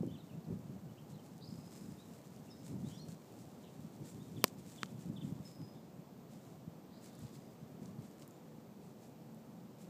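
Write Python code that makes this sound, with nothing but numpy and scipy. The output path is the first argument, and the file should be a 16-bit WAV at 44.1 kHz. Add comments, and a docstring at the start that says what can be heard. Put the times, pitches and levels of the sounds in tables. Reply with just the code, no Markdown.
"""Gusts of wind thump and flutter on the microphone of a hand-held camera on a brushy hillside.
Behind them lie the steady rush of a far valley and a faint hiss. Small birds whistle, chirp and
trill, echoed by the scrub and the slope. The hand rustles and ticks on the plastic case, which
rings with one sharp snap and one duller tap. Towards the end a far engine drones faintly."""
import sys
import numpy as np
from scipy import signal
from scipy.fft import rfft, irfft, next_fast_len
from scipy.io import wavfile
from scipy.ndimage import uniform_filter1d, map_coordinates

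SR = 44100
rng = np.random.default_rng(int(sys.argv[2]) if len(sys.argv) > 2 else 0)


def transcribe(signal):
    """Save signal, clipped to [-1, 1], as a 16-bit WAV file at the path in sys.argv[1]."""
    frames = np.atleast_2d(signal).T
    limited = np.clip(frames, -1, 1)
    pcm = np.round(limited * 32767).astype(np.int16)
    wavfile.write(sys.argv[1], SR, pcm)


N = 436149

# Levels in the tables are relative; the functions set the final loudness.
# the light breeze that never stops: t/s, level/dB
BREEZE_LEVEL = [(0, -56), (2.2, -58), (3.5, -58), (4.6, -55), (6.2, -59), (8, -60), (9.89, -60.5)]
# gusts on top of it: t/s of the crest, length/s, level/dB
GUST_SWELLS = [(0.033, 0.14, -42.5), (0.347, 0.058, -46), (0.502, 0.085, -42), (0.688, 0.14, -49),
               (0.886, 0.094, -51.5), (1.106, 0.062, -55), (1.57, 0.18, -52.5), (1.867, 0.096, -48),
               (2.4, .05, -51), (2.754, 0.25, -46), (3.068, 0.084, -48.5), (3.808, 0.086, -51),
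               (4.021, .07, -46.5), (4.172, 0.086, -49.5), (4.35, 0.16, -47), (4.9, 0.092, -50),
               (5.105, 0.09, -44), (5.27, 0.19, -47), (5.622, 0.065, -47), (6.68, 0.046, -50),
               (7.237, .05, -54), (7.346, 0.066, -50.5), (7.633, 0.029, -53), (7.813, 0.15, -50.5),
               (8.021, 0.057, -49.5)]
# tone colour of the wind's low rumble and of its higher flutter: f/Hz, level/dB
RUMBLE_COLOUR = [(20, -51), (45, -37), (70, -18), (110, -4), (160, 2), (230, -4), (330, -23.5),
                 (500, -29.5), (800, -44), (1600, -60)]
FLUTTER_COLOUR = [(120, -19.0), (280, 9.0), (600, -14.5), (1500, -34), (4000, -60)]
# tone colour of the valley's rush, the hiss and rubbing cloth: f/Hz, level/dB
VALLEY_COLOUR = [(30, -39), (80, -17.5), (140, -8), (210, 0), (300, -2.5), (500, -8), (750, -11.5),
                 (1100, -18.5), (1600, -26), (2500, -29.5), (5000, -37), (12000, -53)]
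HISS_COLOUR = [(500, 3), (2000, -5.5), (4000, 0.5), (6000, 0.5), (8200, 0), (9500, -8.5), (11000, -4),
               (13000, 1), (15000, 2.5)]
CLOTH_COLOUR = [(400, -10), (1200, -1.5), (2400, -0.5), (3000, -2.5), (3900, 0.5), (5000, 0.5), (6000, 1),
                (7400, 4), (9700, -3.5), (12000, -5.5), (15000, -5.5)]
# the hand's constant light creep on the camera: t/s, level/dB
CREEP_LEVEL = [(0, -77.5), (.8, -80), (1.8, -72), (2.3, -73.5), (3.7, -76), (4.3, -73), (4.53, -77),
               (4.9, -75.5), (5.4, -77.5), (6, -84), (6.9, -87), (7.3, -73.5), (7.65, -83), (9.89, -84)]
# strokes of hand and sleeve: t/s of the crest, length/s, level/dB
HAND_STROKES = [(1.114, .03, -72), (1.256, .04, -72), (1.523, 0.054, -69.5), (1.715, .04, -71),
                (1.772, 0.06, -68), (1.912, 0.053, -71.5), (2.12, .12, -74), (2.662, 0.044, -64.5),
                (2.893, 0.089, -69.5), (3.1, 0.043, -67), (3.413, 0.078, -70), (4.06, .045, -66.5),
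                (4.103, .055, -65), (4.472, 0.027, -64), (4.59, 0.027, -70), (4.705, 0.12, -67),
                (4.81, .07, -67.5), (5.022, 0.073, -70), (5.262, 0.071, -73), (5.473, 0.1, -70.5),
                (6.324, .06, -71.5), (6.45, 0.18, -75.5), (7.05, 0.078, -67), (7.227, 0.089, -70),
                (7.351, 0.042, -69.5), (7.854, 0.076, -72.5), (8.06, 0.13, -74), (8.206, 0.056, -69),
                (8.852, .1, -76.5), (9.042, .07, -74), (9.82, .07, -72)]
# hard swirls of air hitting the microphone: t/s, peak level/dB, centre f/Hz
HARD_SWIRLS = [(.008, -30, 187), (.033, -32.5, 386), (.041, -34, 262), (.075, -29.5, 227),
               (0.506, -32.5, 168), (1.526, -38.5, 198), (2.742, -36, 202), (5.058, -38, 180),
               (5.248, -31.5, 176), (5.324, -31, 159), (5.403, -36, 159), (6.68, -42, 145),
               (7.224, -39.5, 135), (7.25, -38.5, 135)]
# small ticks of the grip: t/s, peak level/dB, centre f/Hz
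GRIP_TICKS = [(0.065, -53, 8000), (1.38, -52, 8000), (3.089, -52, 5000), (4.4578, -46, 5500),
              (4.48, -42.5, 5460), (4.859, -46, 4500), (5.617, -50, 3980), (7.152, -50, 8000),
              (7.192, -52, 10000), (7.281, -57, 4000), (7.355, -54, 3800),(7.858, -49, 5400),
              (8.222, -50.5, 4200), (8.278, -48, 10000), (8.309, -53, 8000), (9.346, -56, 9000)]
# single bird notes: t/s, length/s, start f/Hz, middle f/Hz, end f/Hz, level/dB, rasp (0 to 1)
BIRD_NOTES = [ (0.08, .028, 2900, 3120, 2700, -70, 0), (0.104, .03, 2750, 3480, 3600, -70, 0),
              (0.134, .04, 3650, 3180, 2450, -65.5, 0), (0.178, .018, 3400, 4100, 4100, -71, 0),
              (0.192, .028, 4130, 3720, 3400, -68.5, 0), (0.291, .026, 2950, 2860, 2400, -71, 0.1),
              (0.317, .03, 2380, 2620, 2830, -71.5, 0), (0.441, .02, 4550, 4150, 3600, -75, .3),
              (0.884, .025, 2780, 2960, 2800, -77, 0), (0.968, 0.038, 2700, 2950, 3020, -70, .45),
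              (1.128, .04, 4200, 4030, 3550, -72.5, .2), (1.18, .036, 3350, 3050, 2750, -75, 0),
              (1.408, .034, 4080, 4330, 4400, -62.5, 1), (1.438, 0.012, 4400, 4750, 5050, -57.5, 0),
              (1.451, .022, 4750, 4700, 4600, -66, 1), (1.483, .05, 4750, 4750, 4700, -70, 1),
              (1.982, 0.052, 3450, 3850, 3980, -68.5, 0), (2.468, .034, 2500, 2710, 2950, -72, .2),
              (2.494, .055, 3450, 3770, 3750, -73, 0), (2.5, .034, 5650, 5130, 4950, -61.5, .1),
              (2.838, .055, 3370, 3700, 4000, -69, .2), (2.893, .09, 3080, 3260, 3800, -66.5, .35),
              (2.925, .05, 5250, 5650, 5900, -69, .2), (2.97, .024, 4850, 4930, 5350, -65, .1),
              (2.987, .022, 3880, 4180, 4370, -61.5, 0), (3.001, 0.046, 4300, 4330, 4170, -64, 0),
              (2.996, .052, 5600, 5760, 5550, -69.5, .2), (3.627, .07, 3590, 3260, 3100, -70.5, .95),
              (4.195, 0.046, 3430, 3670, 3900, -71, 0), (5.449, 0.025, 5330, 5170, 5120, -56.5, 0),
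              (5.622, .032, 5030, 5050, 5050, -66, 0), (5.735, .075, 3450, 3560, 3520, -78, .3),
              (6.905, .095, 4100, 4420, 4720, -72, 1), (7.0, .4, 4300, 4000, 3900, -78, 1),
              (8.315, .04, 6900, 7150, 7000, -75, .1)]
# trills, which are quick runs of rising pips:
# t/s, length/s, f/Hz, rise of a pip/Hz, pip rate/Hz, sounding share (0 to 1), level/dB, fade/dB
BIRD_TRILLS = [(1.471, 0.1, 4980, 805, 31, .4, -66.5, 9), (1.569, 0.42, 5090, 400, 30, .45, -73.5, 6),
               (2.538, 0.19, 5200, 700, 64, .9, -76, 4), (6.996, 0.51, 4950, 600, 27, 1, -81.5, 2)]
# one bird's repeated double chirp: t/s, delay of the second chirp/s, level/dB
CHIRP_PAIRS = [(4.361, 0.048, -64.5), (4.773, 0.037, -61.5), (5.161, .047, -60.5)]
# the falling pitch of each of these chirps: start f/Hz, middle f/Hz, end f/Hz
CHIRP_PITCH = (3480, 3430, 2520)
# how the case rings under a sharp snap and under a soft tap: f/Hz, width/Hz, level/dB
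SNAP_RINGS = [(220, 150, 7), (410, 220, 1), (530, 100, -12), (1020, 220, -1), (1790, 360, -11.5),
              (2300, 300, -10), (2850, 1200, -9.5), (4460, 1100, -7), (7800, 1100, -11.5),
              (11400, 2400, -15), (13500, 2100, -10.5)]
TAP_RINGS = [(190, 120, 15.5), (402, 140, -1), (1220, 420, 10), (1770, 450, -6), (2980, 620, -7),
             (3850, 800, -32), (7900, 1200, -20)]
# a far engine coming into earshot: t/s, level/dB
ENGINE_LEVEL = [(0, -78), (7.5, -66.5), (8.4, -58), (9.1, -61), (9.35, -57.5), (9.89, -53.5)]
# the tones of its drone: multiple of the engine's cycle rate, level/dB
ENGINE_TONES = [(5, -10), (6, -4.5), (7, -1), (8, -1), (9, 2), (10, -11), (12, -6), (15, -13), (20, -9.5),
                (21, -14), (23, -16)]


def amp(db):
    """Turn decibels into a factor to multiply by."""
    return 10 ** (np.asarray(db) / 20)


def unit(x):
    """Scale x to an average strength (rms) of 1."""
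    return x / np.sqrt(np.mean(x ** 2) + 1e-20)


def curve(rows):
    """Join (t/s, value) points with straight lines, one value per sample."""
    return np.interp(np.arange(N) / SR, *np.transpose(rows))


def wobble(rate, size=N):
    """A smooth curve through `rate` random values a second."""
    points = rng.standard_normal(int(size * rate / SR) + 4)
    return map_coordinates(points, [np.arange(size) * rate / SR])


def filtered(x, response):
    """Multiply each frequency in x by response(hz)."""
    size = next_fast_len(len(x) + 8192)
    return irfft(rfft(x, size) * response(np.fft.rfftfreq(size, 1 / SR)), size)[:len(x)]


def coloured(x, colour):
    """Give x a tone colour from (f/Hz, level/dB) points, at strength 1."""
    f, db = np.transpose(colour)
    return unit(filtered(x, lambda hz: amp(np.interp(np.log(hz + 1), np.log(f), db))))


def resonance(hz, centre, width):
    """A filter that rings at `centre`; the narrower it is, the longer it rings."""
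    return 1j * hz * width / (centre ** 2 - hz ** 2 + 1j * hz * width)


def add(track, s, sound):
    """Mix a sound into the track, starting at s seconds."""
    part = track[round(s * SR):][:len(sound)]
    part += sound[:len(part)]


def swells(bed, events, rise):
    """A lasting level plus bell-shaped swells; `rise` is the share of each spent building up."""
    t, power = np.arange(N) / SR, amp(curve(bed)) ** 2
    for s, length, db in events:
        distance = (t - s) / (length * np.where(t < s, rise, 1 - rise))
        power = power + amp(db) ** 2 * np.exp(-np.minimum(distance ** 2, 20))
    return np.sqrt(power)


def dying_noise(size, t60):
    """A burst of noise that falls by 60 dB every t60 seconds."""
    t = np.arange(size) / SR
    return rng.standard_normal(size) * amp(-60 * t / t60)


def wind(flutter_db=-45, flutter_growth=2.09):
    """Swirling air rumbles on the microphone; the strongest gusts add a higher flutter."""
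    gust = swells(BREEZE_LEVEL, GUST_SWELLS, rise=0.41)
    swirls = unit(amp(2.5 * wobble(80) + 1.44 * wobble(12)))
    rumble = gust * coloured(swirls * rng.standard_normal(N), RUMBLE_COLOUR)
    flutter = coloured(swirls * rng.standard_normal(N), FLUTTER_COLOUR)
    return rumble + amp(flutter_db) * (gust / gust.max()) ** flutter_growth * flutter


def valley(rush_db=-58, hiss_db=-71.5, patchy_db=0.8):
    """The valley's far rush, whose pitch bands swell and sink on their own, and a smooth hiss."""
    level = amp(rush_db + 0.36 * wobble(1.37))
    bands = signal.stft(rng.standard_normal(N), nperseg=512)[2]
    patches = uniform_filter1d(rng.standard_normal(bands.shape), 5, axis=0)  # smooth across pitch
    patches = uniform_filter1d(patches, 16, axis=1)  # and across time
    rush = signal.istft(bands * amp(patchy_db * unit(patches)), nperseg=512)[1][:N]
    hiss = coloured(rng.standard_normal(N), HISS_COLOUR)
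    return level * coloured(rush, VALLEY_COLOUR) + amp(hiss_db) * hiss


def rustle(boost_db=3, catches_per_s=70, swish_hz=7500):
    """Cloth and skin slide in tiny grains and sometimes catch; the hardest strokes add a swish."""
    stroke = swells(CREEP_LEVEL, HAND_STROKES, rise=0.42)
    grains = amp(1.2 * wobble(900) + 1.8 * wobble(35))
    sliding = unit(grains * rng.standard_normal(N))
    catches = unit((rng.random(N) < catches_per_s / SR) * rng.uniform(-1, 1, N))
    cloth = coloured(sliding + amp(-6) * catches, CLOTH_COLOUR)
    swish = filtered(grains * rng.standard_normal(N), lambda hz: resonance(hz, swish_hz, 2400) ** 2)
    swish_gain = amp(-2) * (stroke / stroke.max()) ** 1.5
    return amp(boost_db) * stroke * (cloth + swish_gain * unit(swish))


def thumps():
    """A hard swirl of air gives the microphone one push that dies in a cycle or two."""
    out, push = np.zeros(N), signal.unit_impulse(SR // 20)
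    for s, db, centre in HARD_SWIRLS:
        ring = lambda hz: resonance(hz, centre, width=0.59 * centre) ** 2
        bump = filtered(push, lambda hz: ring(hz) / (1 + .5j * hz / centre) ** 2)  # softens the highs
        add(out, s - .5 / centre, amp(db) * bump / np.abs(bump).max())  # starts half a cycle early
    return out


def ticks():
    """The grip gives way in short dry ticks."""
    out = np.zeros(N)
    for s, db, centre in GRIP_TICKS:
        burst = dying_noise(SR // 40, t60=0.01)
        tick = filtered(burst, lambda hz: resonance(hz, centre, width=centre) ** 2)
        add(out, s, amp(db) * tick / np.abs(tick).max())
    return out


def bird_notes(trim_db=-3.2, rasp_hz=560, shakes_per_s=150, waver_hz=45, chirp_rasp=0.2):
    """Birds whistle gliding notes and double chirps; a fast shake in pitch makes some rasp."""
    song, chirps = np.zeros(N), []
    for s, delay, db in CHIRP_PAIRS:
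        chirps.append((s, .025, *CHIRP_PITCH, db, chirp_rasp))
        chirps.append((s + delay, .019, *CHIRP_PITCH, db, chirp_rasp))
    for s, length, start, middle, end, db, rasp in BIRD_NOTES + chirps:
        progress = np.linspace(0, 1, int(length * SR))
        glide = np.polyval(np.polyfit([0, .5, 1], [start, middle, end], 2), progress)
        shake = rasp * rasp_hz * np.sin(2 * np.pi * shakes_per_s * length * progress)
        pitch = glide + shake + waver_hz * wobble(700, len(progress))
        tone = np.sin(2 * np.pi * np.cumsum(pitch) / SR)
        swell = np.sqrt(np.abs(np.sin(np.pi * progress))) * amp(2.3 * wobble(160, len(progress)))
        add(song, s, amp(db + trim_db) * unit(swell * tone))
    return song


def hillside_echo(calls):
    """Nearby scrub smears each call; the slope adds a faint longer echo."""
    size = SR // 2
    scrub = amp(-5.5) * unit(dying_noise(size, t60=0.25))
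    slope = amp(-7) * unit(dying_noise(size, t60=0.7))
    return calls + signal.fftconvolve(calls, (scrub + slope) / np.sqrt(size))[:N]


def bird_trills(trim_db=-0.5, waver_hz=45):
    """Birds sing fading runs of short pips, each rising in pitch."""
    song = np.zeros(N)
    for s, length, hz, rise_hz, rate, share, db, fade_db in BIRD_TRILLS:
        progress = np.linspace(0, 1, int(length * SR))
        pip = np.minimum((rate * length * progress) % 1 / share, 1)  # runs from 0 to 1 in each pip
        pulses = np.sin(np.pi * pip) ** 2 * amp(2.3 * wobble(160, len(progress)))
        pitch = hz + rise_hz * (pip - .5) + waver_hz * wobble(300, len(progress))
        tone = np.sin(2 * np.pi * np.cumsum(pitch) / SR)
        add(song, s, amp(db + trim_db - fade_db * progress) * unit(pulses * tone))
    return song


def knock(s, rings, level_db, bass_hz, soft_hz, chatter_db, hollow_hz, hollow_width_hz):
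    """One brief push and its dying chatter ring the case; a soft contact lacks high tones."""
    size, push = SR // 10, np.zeros(N)
    chatter = unit(dying_noise(size, t60=0.031)) / np.sqrt(size)
    add(push, s, signal.unit_impulse(size) + amp(chatter_db) * chatter)
    case = lambda hz: sum(amp(db) * resonance(hz, centre, width) for centre, width, db in rings)
    contact = lambda hz: (1j * hz / (bass_hz + 1j * hz)) ** 2 / np.sqrt(1 + (hz / soft_hz) ** 8)
    hollow = lambda hz: 1 - resonance(hz, hollow_hz, hollow_width_hz)  # a missing band sounds hollow
    ring = filtered(push, lambda hz: case(hz) * contact(hz) * hollow(hz))
    return amp(level_db) * ring / np.sqrt(np.sum(ring ** 2) / (SR / 100))  # level over 0.01 s


def held_whistle(s=5.468, length=0.31, hz=5060, level_db=-75, fade_db=7, waver_hz=14):
    """One bird call lingers as a thin, fading tone."""
    song, progress = np.zeros(N), np.linspace(0, 1, int(length * SR))
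    pitch = hz + waver_hz * wobble(300, len(progress))
    tone = np.sin(2 * np.pi * np.cumsum(pitch) / SR)
    swell = np.sqrt(np.abs(np.sin(np.pi * progress))) * amp(3 * wobble(41, len(progress)))
    add(song, s, amp(level_db - fade_db * progress) * unit(swell * tone))
    return song


def engine(cycle_hz=24.58, drift=0.004017, fading_db=3):
    """A far engine drones; each tone fades in and out on its way through the moving air."""
    phase = 2 * np.pi * np.cumsum(cycle_hz * (1 + drift * wobble(3))) / SR
    drone = np.zeros(N)
    for multiple, db in ENGINE_TONES:
        level = amp(db + fading_db * wobble(8))
        drone += level * np.sin(multiple * phase + rng.uniform(0, 2 * np.pi))
    return amp(curve(ENGINE_LEVEL)) * unit(drone)


def scene():
    """Mix the outdoor sounds and the hand's noises on the camera into one channel."""
    snap = knock(4.4418, SNAP_RINGS, level_db=-23.5, bass_hz=129, soft_hz=17000,
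                 chatter_db=-19, hollow_hz=775, hollow_width_hz=110)
    tap = knock(4.8322, TAP_RINGS, level_db=-36.5, bass_hz=90, soft_hz=7340,
                chatter_db=-38, hollow_hz=570, hollow_width_hz=200)
    outdoors = wind() + thumps() + valley() + engine()
    birds = hillside_echo(bird_notes() + bird_trills() + held_whistle())
    return (outdoors + birds + rustle() + ticks() + snap + tap)[None]


def record(dry, top_hz=15100):
    """The camera sharply cuts off everything above top_hz."""
    cutoff = lambda hz: 1 / np.sqrt(1 + (hz / top_hz) ** 240)
    return np.array([filtered(channel, cutoff) for channel in dry])


dry = scene()
out = record(dry)
transcribe(out)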